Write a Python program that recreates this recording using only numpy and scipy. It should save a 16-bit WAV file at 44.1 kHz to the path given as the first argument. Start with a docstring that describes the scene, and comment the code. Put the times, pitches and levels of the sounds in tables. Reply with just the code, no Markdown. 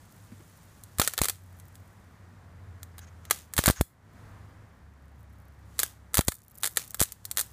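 """Arcing steel bar

Outdoors, a glowing steel bar pushed against the terminal of a home-made high-current transformer arcs in volleys.
Each spark is a noise crack and spray with a ground echo; the hardest blasts add decaying pressure jolts.
Between them come sizzle (hiss of leaping level), droplets (random ticks), and scrapes (resonant noise bands).
Behind lie two soft steps (dull noise bumps), open air (shaped noise), a sine hum and a slowing engine (two sines)."""
import sys
import numpy as np
from scipy import signal
from scipy.fft import rfft, irfft
from scipy.io import wavfile
from scipy.ndimage import minimum_filter1d

SR = 44100
rng = np.random.default_rng(int(sys.argv[2]) if len(sys.argv) > 2 else 0)


def digitize_waveform(pressure):
    """Quantize a signal to 16-bit integers and store it at the path in sys.argv[1].

    Rows of a 2-D input are taken as channels; values are limited to [-1, 1].
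    """
    field = np.atleast_2d(pressure).T
    bounded = np.clip(field, -1, 1)
    quanta = np.round(bounded * 32767).astype(np.int16)
    wavfile.write(sys.argv[1], SR, quanta)


N = 331632

# the ground reflection, relative to the direct sound
GROUND_DELAY_S, GROUND_DB = .00232, -10.5


def from_db(db):
    """Amplitude ratio: 20 dB for each factor of ten."""
    return 10 ** (np.asarray(db) / 20)


def rms_one(x):
    """Energy normalization: scale to unit rms."""
    return x / np.sqrt(np.mean(x ** 2) + 1e-20)


def in_time(rows):
    """Linear interpolation: each column of a time curve, at every sample."""
    s, *columns = np.transpose(rows)
    return [np.interp(np.arange(N) / SR, s, c) for c in columns]


def cut(x, hz, kind, order=2):
    """Butterworth filtering: a maximally flat pass band."""
    return signal.sosfilt(signal.butter(order, np.clip(hz, 10, .45 * SR), kind, fs=SR, output="sos"), x)


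def drift(rate):
    """Random modulation: chance values, rate per second, joined by straight lines; unit rms."""
    knots = rng.standard_normal(int(N / SR * rate) + 2)
    return rms_one(np.interp(np.arange(N) / SR * rate, np.arange(len(knots)), knots))


def coloured(x, spectrum, size=2048):
    """Minimum-phase filtering: folding the cepstrum makes a causal response with the given spectrum."""
    hz = np.maximum(np.arange(size + 1) * SR / (2 * size), 1)
    points = np.array(spectrum)
    gain_db = np.interp(np.log(hz), np.log(points[:, 0]), points[:, 1])
    cepstrum = irfft(np.log(from_db(gain_db)))
    cepstrum[1:size] *= 2
    cepstrum[size + 1:] = 0
    response = irfft(np.exp(rfft(cepstrum)))
    return signal.fftconvolve(x, response)[:len(x)]


def add(out, s, sound):
    """Superposition: mix a sound in at time s."""
    at = min(max(round(s * SR), 0), N - 1)
    out[at:at + len(sound)] += sound[:N - at]


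def air_and_hum(hum_hz=101.1, hum_db=3, waver_db=3.0):
    """Broadband noise and a tone: shaped outdoor air, with a wavering hum that follows its level."""
    # open air: (time [s], level between 300 and 2000 Hz [dB])
    air_levels = [(0, -62.5), (1.3, -62.5), (2.6, -60.5), (3.8, -61), (4.3, -57), (4.9, -64), (5.7, -62),
                  (6.1, -64), (7.5, -63.5)]
    # spectrum of open air: (frequency [Hz], relative gain [dB])
    air_spectrum = [(20, -23), (65, -3), (160, -5.5), (380, -19), (1100, -19.5), (1900, -23), (2700, -34),
                    (6000, -40.5), (15000, -53)]
    level_db, = in_time(air_levels)
    air = coloured(rng.standard_normal(N), air_spectrum)
    air = air / np.std(cut(air, [300, 2000], "band"))
    hum = np.sqrt(2) * np.sin(2 * np.pi * hum_hz * np.arange(N) / SR)
    wavering_hum = from_db(hum_db + waver_db * drift(15)) * hum
    return from_db(level_db) * (air + wavering_hum)


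def engine(second_db=-21.5, waver_db=3.5):
    """Harmonic radiation: only the firing rate and a trace of its octave carry this far."""
    # distant engine: (time [s], firing rate [Hz], level of the fundamental before its waver [dB])
    engine_course = [(0, 96, -70.5), (1.35, 92.6, -57), (1.52, 90.2, -51.5), (2.55, 88.34, -50.5),
                     (3.5, 79, -52.5), (4.1, 76.6, -72.5), (4.4, 77.1, -60.5), (4.8, 71.8, -65),
                     (5.15, 69.93, -51.5), (7.5, 66.6, -61.5)]
    hz, level_db = in_time(engine_course)
    phase = 2 * np.pi * np.cumsum(hz) / SR
    tone = np.sin(phase) + from_db(second_db) * np.sin(2 * phase)
    return np.sqrt(2) * from_db(level_db + waver_db * drift(3.7)) * tone


def steps(low_hz=100, top_hz=230, fall_s=0.014, scuff_db=-15, scuff_top_hz=1600, size=6000):
    """Damped impact: a boot shifts on the mat, a dull decaying bump with a light scuff of the sole."""
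    # soft steps beside the rig: (time [s], peak level [dB])
    footfalls = [(0.318, -38), (.402, -45)]
    out, fade = np.zeros(N), np.exp(-np.arange(size) / SR / fall_s)
    for s, db in footfalls:
        heel, sole = rng.standard_normal((2, size))
        thud = rms_one(cut(heel, [low_hz, top_hz], "band"))
        scuff = from_db(scuff_db) * rms_one(cut(sole, scuff_top_hz, "low"))
        bump = fade * (thud + scuff)
        add(out, s, from_db(db) * bump / np.abs(bump).max())
    return out


def scrapes():
    """Friction-driven resonance: rubbing sets the bar's modes singing for a moment."""
    # the bar drags over the terminal: (time [s], length [s], level [dB])
    rubs = [(3.004, .055, -57.5), (3.065, 0.029, -59), (3.203, 0.27, -65.5), (3.753, 0.053, -38)]
    # resonances of the dragged bar: (frequency [Hz], bandwidth [Hz], relative level [dB])
    bar_modes = [(1500, 630, -1.5), (5550, 360, -12), (6490, 350, -2.5)]
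    rub = np.zeros(N)
    for s, length_s, db in rubs:
        size = round(length_s * SR)
        add(rub, s, from_db(db) * signal.windows.tukey(size))
    rings = np.zeros(N)
    for hz, width, db in bar_modes:
        mode = cut(rng.standard_normal(N), [hz - width / 2, hz + width / 2], "band", order=1)
        rings += from_db(db) * rms_one(mode)
    return rub * rms_one(rings)


def droplets(low_hz=8000, per_s=160, spread_db=21, tick_s=.0003):
    """Random impulse process: droplets burst, most faintly, in bright ticks that the ground echoes."""
    # showers of flying droplets: (time of the thickest [s], level there [dB], Gaussian spread in time [s])
    showers = [(.3, -68, 0.49), (1.6, -69, .28), (4.2, -77.5, .2), (5.3, -74, 0.32), (6.31, -43, 0.063),
               (6.6, -49, 0.12), (6.9, -47.5, .08), (7.45, -55, 0.084)]
    t = np.arange(N) / SR
    shower = sum(from_db(db) * np.exp(-.5 * ((t - s) / swell_s) ** 2) for s, db, swell_s in showers)
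    bursts = (rng.random(N) < per_s / SR) * from_db(-spread_db * np.sqrt(rng.random(N)))
    bursts += from_db(GROUND_DB) * np.roll(bursts, round(GROUND_DELAY_S * SR))
    decays = signal.lfilter([1], [1, -np.exp(-1 / (tick_s * SR))], bursts + 1e-18)
    ticks = decays * rng.standard_normal(N)
    return shower * rms_one(cut(ticks, low_hz, "high"))


def sizzle(grain_db=4.5, grains_per_s=700, boil_attack_s=.004, boil_fall_db_per_s=204.5):
    """Modulated noise: the glowing tip hisses and boils up after arcs, its level leaping each millisecond or so."""
    # faint hiss of the glowing tip: (time [s], level [dB])
    glow = [(0, -64.5), (.8, -64), (1.5, -67.5), (2.5, -75), (3.3, -71.5), (3.9, -74), (4.2, -70),
            (4.9, -80), (5.6, -77), (5.78, -62), (6.0, -75), (7.5, -64.5)]
    # the steel boils up after an arc: (time [s], level from which it falls [dB])
    boils = [(1.017, -27), (1.225, -32.5), (1.28, -64), (3.315, -34.5), (3.59, -31.5), (3.68, -30.5),
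             (5.8, -36), (6.775, -39), (7.04, -42.5), (7.41, -48.5)]
    # spectrum of the sizzle: (frequency [Hz], relative gain [dB])
    sizzle_spectrum = [(1500, -13.5), (3000, -10.5), (5200, -11), (7000, -7.5), (15000, -14)]
    glow_db, = in_time(glow)
    power = from_db(glow_db) ** 2
    for s, db in boils:
        age = np.maximum(np.arange(N) / SR - s, 0)
        attack = np.minimum(age / boil_attack_s, 1)
        power += (attack * from_db(db - boil_fall_db_per_s * age)) ** 2
    level_db = 10 * np.log10(power)
    hiss = coloured(rng.standard_normal(N), sizzle_spectrum)
    fierce = np.clip((level_db + 70) / 20, 0, 1)   # the louder it boils, the grainier
    return from_db(level_db + fierce * grain_db * drift(grains_per_s)) * rms_one(hiss)


def yard(x, wet_db=-19.5, t60=.22, low_hz=500, size=24000):
    """Reverberation: walls and clutter return a thin tail that falls by 60 dB in t60 seconds."""
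    noise = cut(rng.standard_normal(size), low_hz, "high", order=1)
    tail = noise * from_db(-60 * np.arange(size) / SR / t60)
    return from_db(wet_db) * signal.fftconvolve(x, rms_one(tail) / np.sqrt(size))[:N]


def thumps(low_hz=45, top_hz=4000, swing_db=7.5, fall_s=0.00049, size=1024):
    """Pressure impulse: a blast pushes the diaphragm, then pulls it; the recorder's bass filter swings around it."""
    # blasts: (time [s], push before filtering [dB], following pull relative to the push [dB])
    blasts = [(0.9974, -6.5, -12.5), (1.2163, -5, -30), (3.5911, -4, -25), (3.679, 1, 3), (3.698, -8.5, 15),
              (3.811, 7.5, -32), (6.1919, 3.5, -16), (6.2823, -17.5, 14.5), (7.0151, -6.5, -30)]
    out, jolt = np.zeros(N), np.exp(-np.arange(size) / SR / fall_s)
    for s, db, pull_db in blasts:
        add(out, s, from_db(db) * jolt)
        add(out, s + GROUND_DELAY_S, -from_db(db + pull_db) * jolt)
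    # filtered both ways in time, the swing surrounds each jolt
    swing_filter = signal.butter(1, [45, 100], "band", fs=SR, output="sos")
    swing = signal.sosfiltfilt(swing_filter, out + 1e-18)
    return cut(cut(out, low_hz, "high"), top_hz, "low", order=1) + from_db(swing_db) * swing


def spark(body_db, spit, clutter, crack_s=.0001, spit_s=0.0037, grain_db=4.0):
    """Impulsive discharge: a crack, a spray of tiny bursts and a ground echo; unit treble level over 5 ms."""
    # spectrum within the spark's body and treble: (frequency [Hz], relative gain [dB])
    spark_spectrum = [(100, -35.5), (300, -17), (620, -9), (950, -11), (1300, -4.5), (1750, -5.5),
                      (2700, -12), (3500, 1), (4400, 4.5), (5300, 1.5), (7300, 9.5), (10500, 9),
                      (13500, 6.5)]
    size = len(clutter)
    t = np.arange(size) / SR
    crack = rms_one(np.exp(-t / crack_s) * (rng.standard_normal(size) + 3.5 * (t == 0)))
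    grains = rng.standard_normal(size) * from_db(grain_db * rng.standard_normal(size))
    spray = rms_one(np.exp(-t / spit_s) * grains)
    direct = np.sqrt(1 - spit) * crack + np.sqrt(spit) * spray   # spit is the spray's share of energy
    echo = from_db(GROUND_DB) * np.roll(direct, round(GROUND_DELAY_S * SR * rng.uniform(.92, 1.08)))
    # the rig scatters a short tail, partly the same for every spark
    scatter = from_db(-10) * rms_one(np.exp(-t / .005) * (clutter + rng.standard_normal(size)))
    sound = coloured(direct + echo + scatter, spark_spectrum)
    treble = cut(sound, 2500, "high", order=3)
    body = cut(sound, 2500, "low", order=3)
    return (rms_one(treble) + from_db(body_db) * rms_one(body)) * np.sqrt(.005 * SR / size)


def arcs(size=2048):
    """Periodic re-ignition: an arc strikes on each mains half-cycle, unevenly and on average ever weaker."""
    # strikes: (time [s], treble level [dB], body relative to treble [dB], burning time [mains half-cycles])
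    strikes = [(0.837, -42.5, -23, 1), (0.9852, -29, -8, 1), (0.9979, -12.5, -7, 1), (1.016, -15.5, -3, 1),
               (1.076, -13.5, -8, 1), (1.1366, -28.5, -6, 1), (1.1788, -21, -3, 2), (1.2167, -14, -11, 1),
               (1.2356, -20, -11, 3), (1.2853, -19.5, -9, 2), (1.599, -49, -11, 1), (1.755, -49, -8, 1),
               (2.8311, -39, -9.5, 1), (2.982, -44, -4.5, 2), (3.2528, -47.5, -1, 1),
               (3.3094, -12.5, -5, 1), (3.537, -30.5, -10.5, 1), (3.5665, -27, -12, 1),
               (3.5797, -16, -5.5, 2), (3.6388, -22, -5.5, 1), (3.6591, -11, -8, 6), (3.811, -12, -14, 1),
               (5.792, -17.5, -11.5, 2), (5.8327, -17, -9, 1), (6.1432, -19, -8.5, 2),
               (6.1714, -14.5, -12, 1), (6.1813, -15.5, -7.5, 2), (6.2095, -21, -4.5, 1),
               (6.2824, -11, -10.5, 1), (6.32, -29.5, -4, 1), (6.6339, -21, -7.5, 5),
               (6.7714, -15.5, -7, 1), (6.945, -29, -9.5, 1), (6.996, -30.5, -3.5, 1),
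               (7.0039, -15, -14, 4), (7.1212, -30.5, -17.5, 1), (7.253, -29, -17.5, 1),
               (7.3132, -25.5, -16, 1), (7.3725, -19.5, -10.5, 5)]
    half_cycle_s, jitter_s = .01, .0013
    loss_db, spread_db, body_spread_db = 1, 0.9, 4   # restrikes: loss per half-cycle, then random spreads
    spit_share, spit_spread = 0.41, 0.068   # share of energy spat out after the crack
    leader_s, leader_db = 0.0087, -27   # a faint spark runs ahead of each arc
    out, clutter = np.zeros(N), rng.standard_normal(size)
    for s, db, body_db, half_cycles in strikes:
        add(out, s - leader_s, from_db(db + leader_db) * spark(body_db, spit_share, clutter))
        for k in range(max(round(half_cycles), 1)):
            late, louder, fuller = rng.standard_normal(3) * (k > 0)   # the first strike is exact
            at = s + k * half_cycle_s + jitter_s * late
            spark_db = db - k * loss_db + spread_db * louder
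            spit = np.clip(spit_share + spit_spread * rng.standard_normal(), 0, 1)
            add(out, at, from_db(spark_db) * spark(body_db + body_spread_db * fuller, spit, clutter))
    return out


def gain_control(x, above_db=-26, share=0.6, average_s=0.063, hold_s=0.18):
    """Dynamic compression: loud volleys push the recorder's gain down; it holds for a moment and recovers."""
    keep, half_hold = np.exp(-1 / (average_s * SR)), round(hold_s * SR / 2)
    power = signal.lfilter([1 - keep], [1, -keep], x ** 2)
    level_db = 10 * np.log10(power + 1e-12)
    duck_db = -share * np.maximum(level_db - above_db, 0)
    # the lowest gain of the past hold time
    held_db = minimum_filter1d(duck_db, 2 * half_hold + 1, origin=half_hold, mode="nearest")
    return x * from_db(held_db)


def scene():
    """Superposition of sources: the arcs close by, over the quiet of the yard."""
    background = air_and_hum() + engine() + steps()
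    cracks = arcs()
    rig = scrapes() + droplets() + sizzle() + yard(cracks) + thumps() + cracks
    return (background + rig)[None]


def record(dry, top=.66, cutoff_hz=15300):
    """Saturation and band limiting: the gain ducks, peaks round off below top, and the highest treble is cut."""
    rounded = top * np.tanh(gain_control(dry) / top)
    return signal.sosfilt(signal.ellip(10, .2, 75, cutoff_hz, fs=SR, output="sos"), rounded)


dry = scene()
out = record(dry)
digitize_waveform(out)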